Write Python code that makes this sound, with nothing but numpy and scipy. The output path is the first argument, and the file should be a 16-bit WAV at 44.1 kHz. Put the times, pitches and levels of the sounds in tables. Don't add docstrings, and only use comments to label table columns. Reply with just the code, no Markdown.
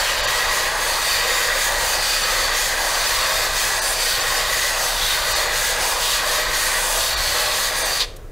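import sys
import numpy as np
from scipy import signal
from scipy.io import wavfile
from scipy.ndimage import uniform_filter1d

SR = 44100
rng = np.random.default_rng(int(sys.argv[2]) if len(sys.argv) > 2 else 0)


def volts(x):
    e = np.asarray(x, float) / 20
    return 10 ** e


def store_wav(level_fs):
    pcm = np.round(np.clip(np.atleast_2d(level_fs), -1, 1) * 32767)
    wavfile.write(sys.argv[1], SR, pcm.T.astype(np.int16))


N = 366471
LOOP_S = 1.0026
EDGE_HZ = 15740


def evened(x):
    return x / np.sqrt(np.mean(x ** 2) + 1e-20)


def read(points, hz):
    f, value = np.transpose(points)
    return np.interp(np.log(hz + 1), np.log(f + 1), value)


def bell(x, middle, half_width):
    return np.exp(-((x - middle) / half_width) ** 2)


def grit(per_s, spread_db):
    size = volts(spread_db * np.minimum(rng.exponential(1, N), 3.5))
    sign = rng.choice([-1, 1], N)
    caught = rng.random(N) < per_s / SR
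    return evened(size * sign * caught)


def patches(hz, t, bins, frames):
    field = rng.standard_normal((len(t), len(hz)))
    smooth_in_time = uniform_filter1d(field, frames, 0)
    return evened(uniform_filter1d(smooth_in_time, bins, 1)).T


# time in seconds, pressure in dB, tilt towards the treble in dB,
# weight on the plate in dB.
GRIP = [(0, -20.5, -1.5, 0), (.45, -20.5, 0, 0), (.9, -20.5, 0, 0), (1.35, -20.5, 0.5, 0),
        (1.8, -20.5, 0.5, 0), (2.3, -20.5, 0.5, 0), (2.75, -20.5, 0, 0), (3.2, -20.5, 0, 0),
        (3.7, -20.5, 0.5, -1), (4.15, -21, 1, -0.5), (4.6, -20.5, -0.5, 0), (5.1, -20.5, 0, 0.5),
        (5.55, -20.5, -0.5, 0), (6.0, -20.5, 0, 0), (6.5, -20.5, 0, 0), (6.95, -21.5, -0.5, 0),
        (7.4, -21, 0, 0), (7.96, -21.5, -2, 0)]
# time in seconds, change of speed in dB,
# half length in seconds, rock onto the plate in dB.
BENDS = [(0.16, -3.5, .07, -0.5), (0.47, -4.5, 0.043, 2), (0.732, -6, 0.081, 0), (.98, -2.5, 0.072, 0),
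         (1.224, -2.5, .06, 0), (1.518, -4.5, .05, 2), (1.748, -4.5, 0.062, -0.5), (2.0, -4.5, 0.039, 0),
         (2.242, -2, .06, -0.5), (2.508, -5.5, .04, 2), (2.756, -4.5, 0.07, 0), (2.97, -2.5, 0.12, 1),
         (3.25, -2, 0.065, 0.5), (3.51, -5, 0.04, -1), (3.746, -1.5, 0.055, 0), (3.97, -4, 0.034, -0.5),
         (4.218, -3.5, 0.065, 0.5), (4.452, -4, 0.043, 0), (4.75, -4, 0.04, -0.5), (4.958, -3, 0.066, -1.5),
         (5.22, -4, 0.061, -1.5), (5.492, -6.5, 0.053, 0), (5.77, -6, 0.044, 1), (5.967, -5, 0.04, 0.5),
         (6.226, -5.5, 0.045, 1), (6.475, -7.5, 0.059, -0.5), (6.72, -1.5, .05, 1.5),
         (7.167, -3.5, 0.062, 1), (7.5, -3, .05, 2), (7.725, -5.5, .035, -0.5)]
# time in seconds, contact in dB, squeal of the part in dB.
JERK = [
    (7.97, 0, 1),
    (7.993, -3.5, 5),
    (8.005, -3.5, 13),
    (8.022, -6.5, 16),
    (8.034, -9, 10),
    (8.048, -12, 9),
    (8.062, -18, 5.5),
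]
# level under the pressure in dB, wear in dB per
LAYERS = [(-7, -0.13, -0.18, .8, -.6), (-6, -0.33, 0.18, 1.1, -.3), (-4.5, 0.11, 0.5, .3, .3),
          (-4.5, 0.35, 1.17, 0.1, .9)]
# once-a-loop swell in dB, its place in turns,
# twice-a-loop swell in dB, its place in turns.
PLACES = [(.4, 0.55, 1.5, .36), (0.5, 0.42, .5, 0.22), (0.7, 0.21, 0.6, 0.082), (-0.1, 1, .2, .09)]
LET_GO = [1.2, 0.76, .98, 1.25]


def layers(t):
    s, press_db, tilt_db, weight_db = np.transpose(GRIP)
    speed_db = sum(db * bell(t, when, half) for when, db, half, _ in BENDS)
    rock_db = sum(db * bell(t, when, half) for when, _, half, db in BENDS)
    jerk_s, contact_db, squeal_db = np.transpose(JERK)
    lost_db = np.interp(t, jerk_s, contact_db)
    turns = t / LOOP_S
    out = []
    for layer, place, share in zip(LAYERS, PLACES, LET_GO):
        db, wear, fast, rock, tilt = layer
        once_db, once, twice_db, twice = place
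        place_db = once_db * np.cos(2 * np.pi * (turns - once))
        place_db = place_db + twice_db * np.cos(4 * np.pi * (turns - twice))
        hand_db = np.interp(t, s, press_db + tilt * tilt_db + rock * weight_db)
        hand_db = hand_db + fast * speed_db + rock * rock_db
        wear_db = wear * (t - N / SR / 2)
        out.append(db + wear_db + place_db + hand_db + share * lost_db)
    out[2] = out[2] + np.interp(t, jerk_s, squeal_db)
    return np.array(out)


# frequency in Hz, level in dB.
SCRAPE = [(150, -30.5), (290, -23.5), (435, -19.5), (480, -6), (1000, -6), (1400, -9), (2250, -13),
          (3200, -11.5), (4000, -10), (5500, -12.5), (7500, -12), (9000, -14), (12000, -17.5),
          (16000, -20.5)]
# frequency in Hz, width in Hz, height over the scrape
# (or notch) in dB, swing per loop in dB, place in the loop in turns.
RINGS = [(373, 37, 6, -0.5, 1), (460, 76, 1.5, 1.5, 0.43), (628, 48, 3.5, 0.5, 0.39),
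         (700, 64, -10, 4, 1), (785, 230, 1, 0.5, 0.86), (1120, 117, 4, 1, 0.27),
         (1312, 67, 3, 3.5, 0.34), (1362, 75, -4.5, 3.5, .9), (1544, 86, 3, -0.5, 0.15),
         (1670, 83, 7, 0, 0.74), (1878, 160, 7.5, 0.5, 0.51), (1956, 96, 5.5, 2, 0.52),
         (2090, 49, 2, 1, 0.35), (1744, 52, -3.5, -0.5, .22),
         (2470, 200, 6, 0.5, 0.28), (2840, 84, 2, 1.5, 0.14), (3090, 53, 3, 2.5, 0.21),
              (3420, 126, 3.5, 0.5, 0.55), (3737, 160, 5, 1.5, 0.37), (4000, 85, -3, -4, 0.25),
              (4255, 210, 3, 0.5, 0.2), (4580, 217, 6, 1.2, 0.26), (4840, 170, 4, 0, 0.33),
              (5130, 110, 2, 0.5, 0.69), (6060, 145, 4, 1.5, 0.083), (6490, 220, 3, 2.5, 0.68),
              (7040, 120, 2, 2.5, 0.49), (9300, 980, 0.5, 1.5, 0.79)]
# frequency in Hz where boom, plate ring, part ring and fizz rule.
SHARE_HZ = [800, 1850, 3900, 9500]
# time in seconds,
# half length in seconds, frequency in Hz, half width in Hz, change in dB.
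FLARES = [(0.048, .08, 3150, 300, 6), (.15, .15, 9300, 1200, -1), (2.097, 0.1, 4550, 300, 2.5),
          (3.1, .07, 13800, 1500, 2), (3.75, .06, 13500, 4000, -4), (3.9, 0.095, 9400, 1200, 4),
          (4.6, .12, 9050, 1500, -0.5), (5.05, .11, 3570, 700, 6.5), (5.06, .08, 13500, 3500, 0),
          (5.353, .07, 4600, 500, 1), (6.07, 0.049, 3440, 500, 7), (6.85, 0.12, 9200, 2000, 2),
          (7.2, 0.11, 4320, 300, 3.5), (7.8, .05, 9600, 1200, 2.5), (7.922, 0.053, 4580, 300, 8.5),
          (.05, .08, 1850, 500, 2.5), (.14, 0.074, 4100, 1300, -2.5), (1.68, .07, 1800, 500, -1.5),
          (2.4, .1, 1850, 500, 1), (3.82, 0.12, 900, 500, 3), (6.1, 0.042, 900, 600, -1),
          (6.797, .04, 1850, 500, 2.5), (6.94, 0.064, 4000, 1500, -2.5), (7.362, .05, 9500, 5000, -2.5)]


def scrape():
    s = np.arange(0, JERK[-1][0], .004)
    bands_db = layers(s)
    press_db = 10 * np.log10(sum(volts(db) ** 2 for db in bands_db))
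    now = np.arange(N) / SR
    lifted = np.clip((s[-1] - now) / .012, 0, 1)
    strikes = grit(per_s=16000, spread_db=2.0) * volts(np.interp(now, s, press_db) + 0.29) * lifted
    hz, t, z = signal.stft(strikes, SR, nperseg=2048, noverlap=1536)

    colour = volts(read(SCRAPE, hz))[:, None] ** 2
    for f, width, db, swing_db, place in RINGS:
        height = volts(db + swing_db * np.cos(2 * np.pi * (t / LOOP_S - place))) ** 2
        colour = colour * (1 + (height - 1) / (1 + (2 * (hz[:, None] - f) / width) ** 2))
    for one, db in zip(np.eye(4), bands_db - press_db):
        share = read(list(zip(SHARE_HZ, one)), hz)
        change_db = np.interp(t, s, db - np.median(db))
        colour = colour * volts(np.outer(share, change_db)) ** 2
    for when, length, f, width, db in FLARES:
        flare = np.outer(bell(hz, f, width), bell(t, when, length))
        colour = colour * volts(db * flare) ** 2
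    colour = colour / colour[hz < EDGE_HZ].sum(0) * len(hz)

    echoes_db = 1.8 * patches(hz, t, bins=3, frames=30)
    patchy_db = 0.67 * patches(hz, t, bins=14, frames=8) + 0.43 * patches(hz, t, bins=120, frames=3)
    z = z * np.sqrt(colour) * volts(echoes_db + patchy_db)
    return signal.istft(z, SR, nperseg=2048, noverlap=1536)[1][:N]


# frequency in Hz, level in dB, t60 in seconds.
PLATE = [(329, -10, .5), (441, -5, .7), (483, -2.5, 0.6), (540, -3, .5), (636, -6, .5)]


def lift():
    start = round(8.003 * SR)
    out, t = np.zeros(N), np.arange(N - start) / SR
    for hz, db, t60 in PLATE:
        out[start:] += volts(db - 35 - 60 * t / t60) * np.sin(2 * np.pi * (hz * t + rng.random()))
    out[start:] *= 1 - np.exp(-t / .008)
    return out


# time in seconds, peak in dB.
PEEL = [
    (8.1648, -24.5),
]


def peel():
    out, t = np.zeros(N), np.arange(1200) / SR
    band = signal.butter(2, [3500, 13500], "band", fs=SR)
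    for s, db in PEEL:
        puff = rng.standard_normal(len(t)) * bell(t, .012, .005)
        start = round((s - .009) * SR)
        out[start:start + len(t)] += volts(db - 12) * signal.lfilter(*band, puff)
    return out


# frequency in Hz, t60 in seconds, level in dB.
ROOM = [(250, .7, -14), (480, 1, -7), (900, 0.85, -12.5), (1700, 0.45, -10.5), (2800, 0.5, -9),
        (4300, 0.36, -13.5), (6500, 0.45, -11.5), (10000, 0.39, -12), (16000, .3, -17)]


def room(x):
    hz, t, z = signal.stft(x, SR, nperseg=512, noverlap=384)
    f, t60, db = np.transpose(ROOM)
    keep = volts(-120 * t[1] / read(list(zip(f, t60)), hz))
    power = np.array([signal.lfilter([0, 1 - k], [1, -k], p) for k, p in zip(keep, abs(z) ** 2)])
    a, b = rng.standard_normal((len(t), len(hz), 2)).T
    wet = volts(read(list(zip(f, db)), hz))[:, None] * np.sqrt(power) * (a + 1j * b)
    return signal.istft(wet, SR, nperseg=512, noverlap=384)[1][:N]


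# frequency in Hz, level in dB per Hz.
RUMBLE = [(15, -17), (29, -4), (45, -7), (70, -14.5), (88, -14), (110, -18.5), (132, -17.5), (240, -26.5),
          (450, -19), (800, -33), (1500, -33.5), (3000, -46), (7000, -48), (16000, -52)]
# time in seconds, half length in seconds, swell in dB.
JOLTS = [(.3, 0.19, 5), (.96, .05, 4), (1.25, .12, 4), (1.85, .12, 5), (2.4, .12, 5.5), (3.12, .07, 6),
         (3.5, .17, 5), (4.22, .1, 5), (4.52, .1, 3), (5.03, 0.11, 4), (5.28, .06, 6), (5.55, .3, 4),
         (6.48, .08, 6), (7.17, 0.15, 9.5), (7.49, .08, 5.5), (7.97, .12, 4), (8.3, .2, 4)]
# frequency in Hz, level in dB.
HUM = [(29.3, -38), (129, -59)]


def workshop():
    hz, t, z = signal.stft(rng.standard_normal(N), SR, nperseg=8192)
    shake_db = -1.5 + sum(db * bell(t, s, half) for s, half, db in JOLTS)
    swell_db = np.outer(hz < 120, shake_db)
    z = z * volts(read(RUMBLE, hz)[:, None] + swell_db)
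    rumble = evened(signal.istft(z, SR, nperseg=8192)[1][:N])
    waver = evened(uniform_filter1d(uniform_filter1d(rng.standard_normal(N), 4000), 4000))
    speed = 1 + 0.0625 * waver
    hum = sum(volts(db + 3.5) * np.sin(2 * np.pi * np.cumsum(f * speed) / SR) for f, db in HUM)
    return volts(-37.5) * rumble + hum


def scene():
    work = scrape() + lift() + peel()
    mono = volts(-0.8) * work + room(work) + workshop()
    return np.array([mono, mono])


# time in seconds, limit under the strongest in dB.
STARVED = [(.2235, -7.5), (.2665, -7.5), (3.808, -6), (5.343, -7), (7.158, -8), (7.839, -8)]


def thinned(mid, hz, t):
    for (s, db), luck in zip(STARVED, rng.random((len(STARVED), len(hz)))):
        level = np.sqrt(abs(mid) ** 2 @ bell(t, s, .02))
        spared = volts(9 * luck[(hz // 260).astype(int)] ** 3)
        treble = hz > 1200
        lost = treble & (level * spared < volts(db) * level[treble].max())
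        mid = mid * (1 - .93 * np.outer(lost, bell(t, s, .0115)))
    return mid


# time in seconds, middle frequency in Hz.
SPLIT = [(.192, 7650), (.632, 7600), (.632, 9000), (.796, 8300), (.796, 12100), (.957, 14500),
         (2.238, 7000), (2.792, 9000), (2.792, 13100), (3.072, 4900), (3.072, 6200), (3.072, 12100),
         (3.164, 11300), (3.164, 4850), (3.234, 8950), (3.63, 5800), (3.642, 9200), (3.654, 12450),
         (3.742, 13200), (4.213, 6600), (4.371, 4900), (4.371, 6300), (5.372, 6950), (5.625, 9700),
         (5.625, 11800), (5.971, 8400), (6.835, 7650), (6.88, 9750), (7.112, 9000), (7.319, 9000)]


def flecked(mid, hz, t):
    side = np.zeros_like(mid)
    for s, f in SPLIT:
        weight = np.outer(abs(hz - f) < 760, bell(t, s, .008))
        side = side + volts(3) * weight * np.roll(mid, 40, axis=1)
        mid = mid * (1 - 0.37 * weight)
    return mid, side


def roll_off(x):
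    return signal.sosfilt(signal.butter(12, 16990, fs=SR, output="sos"), x)


def record(dry):
    hz, t, mid = signal.stft(dry.mean(0), SR, nperseg=512, noverlap=384)
    mid, side = flecked(thinned(mid, hz, t), hz, t)
    both = signal.istft(np.array([mid + side, mid - side]), SR, nperseg=512, noverlap=384)[1][:, :N]
    both = both + volts(-72.5) * rng.standard_normal(dry.shape)
    edge = signal.firwin(1023, EDGE_HZ, window=("kaiser", 10), fs=SR)
    return roll_off(signal.oaconvolve(both, edge[None], "same"))


dry = scene()
out = record(dry)
store_wav(out)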